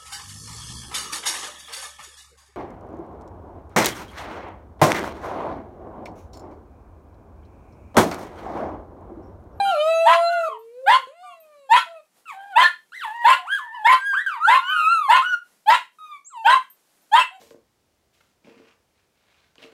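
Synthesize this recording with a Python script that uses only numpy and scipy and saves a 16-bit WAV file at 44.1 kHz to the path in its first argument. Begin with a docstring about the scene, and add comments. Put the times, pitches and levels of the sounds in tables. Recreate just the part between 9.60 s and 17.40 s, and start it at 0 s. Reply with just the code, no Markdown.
"""A small dog barks again and again: each bark is a clean rising yelp that tears into rasp, squeak and bursts
of air. A second dog howls low over a brief grumble; a third whines in wide, sometimes overlapping glides, with
held whimpers and thin whistles. Voices are a strong fundamental plus overtones weighed by throat and muzzle,
with breath noise. Collar tags tick faintly as decaying sines; a furnished room answers with sparse reflections
over a quiet hush. Something hard rings along with the barks; a limiter holds the loudest peaks."""
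import sys
import numpy as np
from scipy import signal
from scipy.fft import rfft, irfft, next_fast_len
from scipy.io import wavfile
from scipy.ndimage import uniform_filter1d, minimum_filter1d

SR = 44100
rng = np.random.default_rng(int(sys.argv[2]) if len(sys.argv) > 2 else 0)


def magnitude_from_level(level_db):
    """Linear magnitude for a level in decibels (20 dB per decade)."""
    exponent = np.asarray(level_db, float) / 20
    return 10 ** exponent


def dump(signal):
    """Clip the signal to [-1, 1] and save it as 16-bit WAV at the path in sys.argv[1]."""
    limited = np.clip(np.atleast_2d(signal).T, -1, 1)
    pcm = np.round(limited * 32767).astype(np.int16)
    wavfile.write(sys.argv[1], SR, pcm)


N = 343980
EDGE_HZ = 15750  # upper band limit

# Muzzle resonances weighing the overtones of howls and whimpers: pitch_hz, relative_db
MUZZLE = [(1300, 8), (1900, -6), (2740, 1), (3400, -11), (4100, -3), (4800, -18.5), (5500, -33.5),
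          (6600, -18), (11000, -22.5), (15500, -45)]
# Colour of bark overtones, rasp and breath: pitch_hz, relative_db
RASP = [(380, -53), (600, -11.5), (800, -35), (1400, -10), (1920, -8.5), (2300, -17), (3200, -15.5),
        (4300, -27.5), (5770, -45), (7200, -37), (11000, -42), (15600, -44)]


def evened(x):
    """Scales to rms 1."""
    return x / np.sqrt(np.mean(abs(x) ** 2) + 1e-20)


def read(points, hz):
    """Interpolates a (Hz, value) table on a log-frequency axis."""
    f, value = np.transpose(points)
    return np.interp(np.log(hz + 1), np.log(f + 1), value)


def add(mix, s, sound):
    """Mixes a sound in at time s."""
    part = mix[round(s * SR):][:len(sound)]
    part += sound[:len(part)]


def drift(count, hz):
    """Random wobble, rms 1: noise low-passed at hz."""
    settle = 4000  # samples of filter onset, discarded
    noise = rng.standard_normal(count + settle)
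    return evened(signal.lfilter(*signal.butter(2, hz, fs=SR), noise)[settle:])


def coloured(points, gate):
    """Noise let through by a gate, then given a spectrum; rms 1."""
    size = next_fast_len(len(gate))
    colour = magnitude_from_level(read(points, np.fft.rfftfreq(size, 1 / SR)))
    noise = gate * rng.standard_normal(len(gate))
    return evened(irfft(rfft(noise, size) * colour, size)[:len(gate)])


def unfold(rows, rise_s, fall_s):
    """Start time, soft ends, and table columns at sample rate with rounded corners."""
    s, *columns = np.transpose(rows)
    t = np.arange(s[0], s[-1], 1 / SR)
    ends = np.clip(np.minimum((t - s[0]) / rise_s, (s[-1] - t) / fall_s), 0, 1)
    return s[0], ends, [uniform_filter1d(np.interp(t, s, c), size=250) for c in columns]


def stack(hz, first, count, colour, jitter, waver_db, waver_hz):
    """Harmonics weighed by a colour to total rms 1; each then swells and fades on its own."""
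    turns = np.cumsum(hz * (1 + jitter * drift(len(hz), 55))) / SR
    k = np.arange(first, first + count)[:, None]
    weight = magnitude_from_level(read(colour, k * hz)) * (k * hz < EDGE_HZ)
    weight /= np.sqrt((weight ** 2).sum(0) / 2)
    knots = rng.standard_normal((round(len(hz) / SR * waver_hz) + 2, count)).T
    at = np.linspace(0, knots.shape[1] - 1, len(hz))
    waver = np.array([np.interp(at, np.arange(len(row)), row) for row in knots])
    weight *= magnitude_from_level(waver_db * waver)
    phase = k * turns + rng.random(k.shape)
    return (weight * np.cos(2 * np.pi * phase)).sum(0), turns


def folds(hz, low_db, over_db, colour, jitter, shimmer):
    """Vocal folds: a strong fundamental and overtones weighed by throat and muzzle."""
    overtones, turns = stack(hz, first=2, count=22, colour=colour, jitter=jitter, waver_db=6.0, waver_hz=18)
    fundamental = np.sqrt(2) * np.cos(2 * np.pi * turns)
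    tone = magnitude_from_level(low_db) * fundamental + magnitude_from_level(over_db) * overtones
    return tone * (1 + shimmer * drift(len(hz), 84)), turns


def note(rows, over_db, colour, jitter, shimmer, breath_db):
    """A held or gliding voice with a little air; airier and unsteady when the pitch drops fast."""
    break_db, break_jitter, break_octaves_per_s = 9, .02, 16
    s, ends, (hz, low_db) = unfold(rows, 0.002, 0.0066)
    hz = uniform_filter1d(hz, size=600, mode="nearest")  # pitch cannot turn sharply
    fall_octaves_per_s = -np.gradient(np.log2(hz)) * SR
    breaking = uniform_filter1d(np.clip(fall_octaves_per_s / break_octaves_per_s, 0, 1), size=1500)
    tone, _ = folds(hz, low_db, low_db + over_db - 4 * breaking, colour,
                    jitter + break_jitter * breaking, shimmer)
    fitful = coloured(RASP, ends * magnitude_from_level(5 * drift(len(hz), 30)))
    breath = evened(np.gradient(np.gradient(fitful)))  # turbulence is brighter than the voice
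    return s, ends * (tone + magnitude_from_level(low_db + over_db + breath_db + break_db * breaking) * breath)


def hum(rows, count):
    """A faint tone with count equal harmonics and slight pitch jitter."""
    s, ends, (hz, db) = unfold(rows, 0.0029, 0.0052)
    turns = np.cumsum(hz * (1 + 0.008 * drift(len(hz), 88))) / SR
    return s, ends * magnitude_from_level(db) * sum(np.cos(2 * np.pi * k * turns) for k in range(1, count + 1))


def quiet_room():
    """Steady coloured noise whose level wanders slowly."""
    # pitch_hz, relative_db
    hush_colour = [(100, -27), (170, -14), (728, -15), (3000, -22.5), (10800, -22), (15500, -29)]
    return magnitude_from_level(-67.5) * coloured(hush_colour, magnitude_from_level(3.5 * drift(N, 3.6)))


def howling_dog():
    """Low howls from steady folds, with a chest grumble of three harmonics under the first; from 4.38 s the
    table also holds further whining notes, voiced with the howls' muzzle and settings, that overlap the other
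    whines."""
    # one table a note: start_s, pitch_hz, fundamental_db; the first three are low howls, the last four further
    # # whining notes
    howl_notes = [
        [(0.0, 803.2, -17.5), (0.1, 786.3, -20.5), (0.165, 584.8, -23.5), (0.3, 650.7, -15.5),
         (0.75, 691, -21.5), (0.89, 635, -24)],
        [(0.885, 475.5, -44), (0.93, 431, -42.5), (1.1, 463.3, -42.5), (1.25, 539.7, -36.5), (1.33, 592, -38.5),
         (1.45, 470.4, -55)],
        [(1.47, 487.4, -42.5), (1.55, 672, -54.5), (1.64, 742, -41.5), (1.8, 647, -54.5), (2.1, 524.4, -51)],
        [(4.38, 1543, -37), (4.48, 1650, -22), (4.55, 1556, -23.5), (4.64, 1439, -54)],
        [(4.8, 1173, -31.5), (4.85, 1377, -14.5), (4.895, 1695, -18.5), (4.94, 1436, -28.5)],
        [(5.02, 886, -41), (5.12, 1252, -27), (5.25, 1260, -17.5), (5.33, 1389, -13.5), (5.42, 1211, -24),
         (5.5, 999, -25.5)],
        [(6.7, 1478, -59.5), (6.74, 1040, -41.5), (6.78, 905, -33), (6.85, 884, -38)],
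    ]
    # one value a note: overtones_vs_fundamental_db
    howl_overtones_db = [-15, -28, -10.5, -25.5, -25.5, -19.5, -20]
    # start_s, pitch_hz, level_db
    grumble = [(0, 213.6, -49), (.11, 164.8, -57.5), (.16, 150, -70)]
    out = np.zeros(N)
    for rows, over_db in zip(howl_notes, howl_overtones_db):
        add(out, *note(rows, over_db, MUZZLE, jitter=.0025, shimmer=0.012, breath_db=-26))
    add(out, *hum(grumble, count=3))
    return out


def room(x):
    """Sparse reflections of random sign, each band dying at its own speed; three tails take turns."""
    # pitch_hz, t60_s
    band_t60 = [(500, 0.16), (2000, 0.23), (7000, 0.23)]
    taps = np.zeros((3, SR // 2))
    slots = np.arange(200, SR // 2 - 20, 20)  # one reflection per 20 samples
    at = slots + rng.integers(0, 20, (3, len(slots)))
    np.put_along_axis(taps, at, rng.choice([-1., 1.], at.shape), 1)
    hz, t, z = signal.stft(taps, SR, nperseg=256)
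    decay = magnitude_from_level(-60 * t / read(band_t60, hz)[:, None])
    tails = signal.istft(z * decay, SR, nperseg=256)[1]
    cycles = np.arange(N) / SR * .4 + np.arange(3)[:, None] / 3  # 0.4 Hz, a third apart
    blend = np.sqrt(2 / 3) * np.cos(2 * np.pi * cycles)
    return signal.fftconvolve(x * blend, tails / np.linalg.norm(tails[0]), axes=1)[:, :N].sum(0)


def whimper(s, length_s, peak_db, first_hz, last_hz):
    """Pitch and level of a short note: a straight glide with an arch on top, loudest mid-note."""
    arch_share, ends_db = .04, -7
    along = np.linspace(0, 1, num=9)
    arch = np.sin(np.pi * along)
    hz = (first_hz + (last_hz - first_hz) * along) * (1 + arch_share * arch)
    return np.transpose([s + length_s * along, hz, peak_db + ends_db * (1 - arch) ** 2])


def whining_dog():
    """Wide gliding whines from unsteady folds, short held whimpers, and thin nasal whistles."""
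    # one table a note: start_s, pitch_hz, fundamental_db
    whine_notes = [
        [(0.05, 1437, -33), (0.16, 1348, -26.5), (0.19, 1193, -31)],
        [(0.69, 1474, -34), (0.83, 1374, -27), (0.9, 1133, -31.5), (0.98, 891, -40.5)],
        [(2.655, 1410, -51), (2.7, 1219, -35.5), (2.735, 767.4, -42.5), (2.9, 814.7, -43.5),
         (2.96, 708.3, -37.5)],
        [(3.32, 1264, -44), (3.36, 2102, -39), (3.4, 1843, -38), (3.45, 917, -29), (3.49, 840, -32.5),
         (3.56, 939, -36), (3.66, 953, -33)],
        [(3.78, 746.5, -43.5), (3.85, 703, -40.5), (3.89, 1455, -31), (3.93, 1642, -19), (3.97, 1597, -26.5),
         (4.005, 1031, -35.5), (4.11, 875, -46), (4.15, 1003, -34.5), (4.2, 867, -38), (4.25, 838, -37)],
        [(4.53, 895, -30), (4.545, 1250, -24), (4.56, 1500, -25), (4.58, 1640, -18), (4.62, 1970, -32),
         (4.645, 1819, -54.5)],
        [(4.662, 1648, -18), (4.72, 1264, -31.5), (4.78, 892.6, -32), (4.82, 981, -42)],
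        [(4.98, 1324, -40.5), (5.11, 1543, -24.5), (5.2, 1370, -20), (5.26, 1306, -44)],
        [(5.62, 1219, -21), (5.65, 1466, -24.5), (5.71, 1473, -26), (5.74, 1435, -17.5), (5.82, 1330, -92.5)],
    ]
    # one value a note: overtones_vs_fundamental_db
    whine_overtones_db = [-12, -20, -5, -6, -12.5, -17.5, -14.5, -14, -15]
    # snout resonances weighing the whines' overtones: pitch_hz, relative_db
    snout = [(1700, 9), (2300, -11), (3100, -7), (4200, -26), (5600, -34), (8000, -32.5), (15500, -56.5)]
    # start_s, length_s, peak_fundamental_db, first_pitch_hz, last_pitch_hz
    whimpers = [(1.63, 0.12, -46.5, 1213, 1028), (2.262, 0.15, -43, 672, 602),
                (6.385, 0.2, -41, 1257, 1102), (7.71, 0.073, -44.5, 732, 733)]
    # one table a whistle: start_s, pitch_hz, level_db
    whistles = [
        [(3.97, 1690, -37), (4.1, 1792, -40.5), (4.23, 1700, -41.5)],
        [(6.645, 6230, -53), (6.679, 7720, -37.5), (6.72, 8670, -77)],
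    ]
    out = np.zeros(N)
    for rows, over_db in zip(whine_notes, whine_overtones_db):
        add(out, *note(rows, over_db, snout, jitter=0.0061, shimmer=.22, breath_db=-19))
    for row in whimpers:
        add(out, *note(whimper(*row), -14, MUZZLE, jitter=.004, shimmer=0.096, breath_db=-20.5))
    for rows in whistles:
        add(out, *hum(rows, count=1))
    return out


def bark_shape(s, effort_db, first_hz, tear_s, yelp_s):
    """Pitch, fundamental and rasp of one bark: a late tear means a softer start and slower climb."""
    bark_s, top_hz = .15, 1048
    climb_share, climb_power = 1.3, 1.4  # pitch climbs quickly, then levels off
    soft_db_per_s, swell_share = 558.5, 0.7  # the longer the run-up, the softer the start
    sag_db_per_s, cut_db_per_s = 59, 605.5  # the yelp sags, then cuts out
    # rasp bursts in at the tear, holds, dies
    rasp_level_db, clean_db, burst_s, rasp_s, rasp_db_per_s = -17.5, -26.5, 0.011, 0.089, 448.5
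    t = np.linspace(0, bark_s, num=31)
    hz = top_hz - (top_hz - first_hz) * np.exp(-(t / (climb_share * tear_s)) ** climb_power)
    soft = np.clip(1.4 * (1 - t / (swell_share * tear_s)), 0, 1)
    full_db = effort_db - soft_db_per_s * tear_s * soft
    sag_db = sag_db_per_s * np.maximum(t - tear_s, 0)
    cut_db = cut_db_per_s * np.maximum(t - yelp_s, 0)
    clean = np.clip((tear_s - t) / burst_s, 0, 1)
    dying_db = rasp_db_per_s * np.maximum(t - rasp_s, 0)
    rasp_db = full_db + rasp_level_db + clean_db * clean - dying_db
    return np.transpose([s + t, hz, full_db - sag_db - cut_db, rasp_db])


def bark(rows):
    """A clean rising yelp; then the folds lock on about every third cycle, tear and squeak; air bursts out."""
    s, ends, (hz, low_db, rasp_db) = unfold(rows, 0.0075, 0.012)
    # once torn, the voice stays torn
    chaos = np.maximum.accumulate(np.clip(magnitude_from_level(rasp_db - low_db + 13.0), 0, 1))
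    tone, turns = folds(hz, low_db, low_db - 11.5 - 13 * chaos, RASP,
                        0.012 + 0.003 * chaos, .04 + 0.38 * chaos)
    torn_hz = hz * rng.uniform(.31, .37)
    torn, _ = stack(torn_hz, first=2, count=30, colour=RASP, jitter=.014, waver_db=8.0, waver_hz=40)
    along = np.linspace(0, 1, len(hz))
    squeak_hz = rng.uniform(1230, 1320) * (1 + 0.13 * along)
    squeak, _ = stack(squeak_hz, first=1, count=6, colour=RASP, jitter=.005, waver_db=5.0, waver_hz=25)
    puffs = 0.25 + np.exp(-(turns % 1) / .5)  # one puff of air per fold cycle
    bursts = coloured(RASP, puffs * magnitude_from_level(1.7 * drift(len(hz), 40)))
    squeak_in = np.clip((along - .5) / .12, 0, 1)  # from mid-bark
    rasp = magnitude_from_level(3) * torn + magnitude_from_level(1) * bursts + magnitude_from_level(3) * squeak_in * squeak
    return s, ends * (tone + magnitude_from_level(rasp_db) * rasp)


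def barking_dog():
    """Repeated barks, each shaped by its effort, first pitch and moment of tearing."""
    # start_s, effort_db, first_pitch_hz, voice_tears_after_s, yelp_lasts_s
    barks = [(0.45, -9, 810.3, .028, 0.11), (1.26, -10, 687, .034, .11), (2.09, -6, 817, .043, 0.067),
             (2.955, -5, 820.4, .025, 0.066), (3.641, -6.5, 810.5, .025, .09),
             (4.242, -7.5, 812, .027, 0.1), (4.868, -9.5, 780.8, .03, .11), (5.483, -8.5, 800.7, .026, .11),
             (6.059, -7, 766.7, .042, 0.078), (6.843, -9, 761, .03, .125), (7.514, -7, 783.4, .037, 0.079)]
    out = np.zeros(N)
    for row in barks:
        add(out, *bark(bark_shape(*row)))
    return out


def rattle(x, hz, t60_s):
    """Something hard nearby rings along at one pitch: a two-pole resonator."""
    r = np.exp(-np.log(1000) / (t60_s * SR))
    return signal.lfilter([1 - r], [1, -2 * r * np.cos(2 * np.pi * hz / SR), r ** 2], x)


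def tags():
    """Small metal discs knock together and ring as decaying sines."""
    # ring modes: pitch_hz, relative_db, t60_s
    tag_modes = [(8600, -9.5, 0.2), (13400, 5, 0.16)]
    # time_s (the ring starts 2 ms earlier), level_db
    tag_ticks = [(0.9909, -61), (1.804, -55.5), (4.4677, -59.5), (5.0989, -50), (7.1028, -48.5),
                 (7.419, -68)]
    t, out = np.arange(8000) / SR, np.zeros(N)
    ring = sum(magnitude_from_level(db - 60 * t / t60_s) * np.sin(2 * np.pi * hz * t) for hz, db, t60_s in tag_modes)
    for s, db in tag_ticks:
        add(out, s - .002, magnitude_from_level(db) * ring)
    return out


def scene():
    """Three dogs, each with its own share of room, over rattle, tags and hush."""
    hush = quiet_room()
    howler, whiner, barker = howling_dog(), whining_dog(), barking_dog()
    wet = room(magnitude_from_level(-6.5) * howler + magnitude_from_level(-5.0) * whiner + magnitude_from_level(-7.5) * barker)
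    ringing = magnitude_from_level(-8) * rattle(barker, hz=3160, t60_s=.4)
    return (howler + whiner + barker + wet + ringing + tags() + hush)[None]


def roll_off(x):
    """The treble ends steeply here."""
    return signal.sosfilt(signal.butter(12, 15710, fs=SR, output="sos"), x)


def record(dry):
    """A quick look-ahead limiter holds the loudest peaks; a linear-phase low-pass limits the band."""
    ceiling = .69
    peak = uniform_filter1d(-minimum_filter1d(-abs(dry), size=301), size=151)
    held = dry / np.maximum(peak / ceiling, 1)
    edge = signal.firwin(511, EDGE_HZ, window=("kaiser", 9), fs=SR)
    mix = signal.oaconvolve(held, edge[None], "same")
    return roll_off(mix)


dry = scene()
out = record(dry)
dump(out)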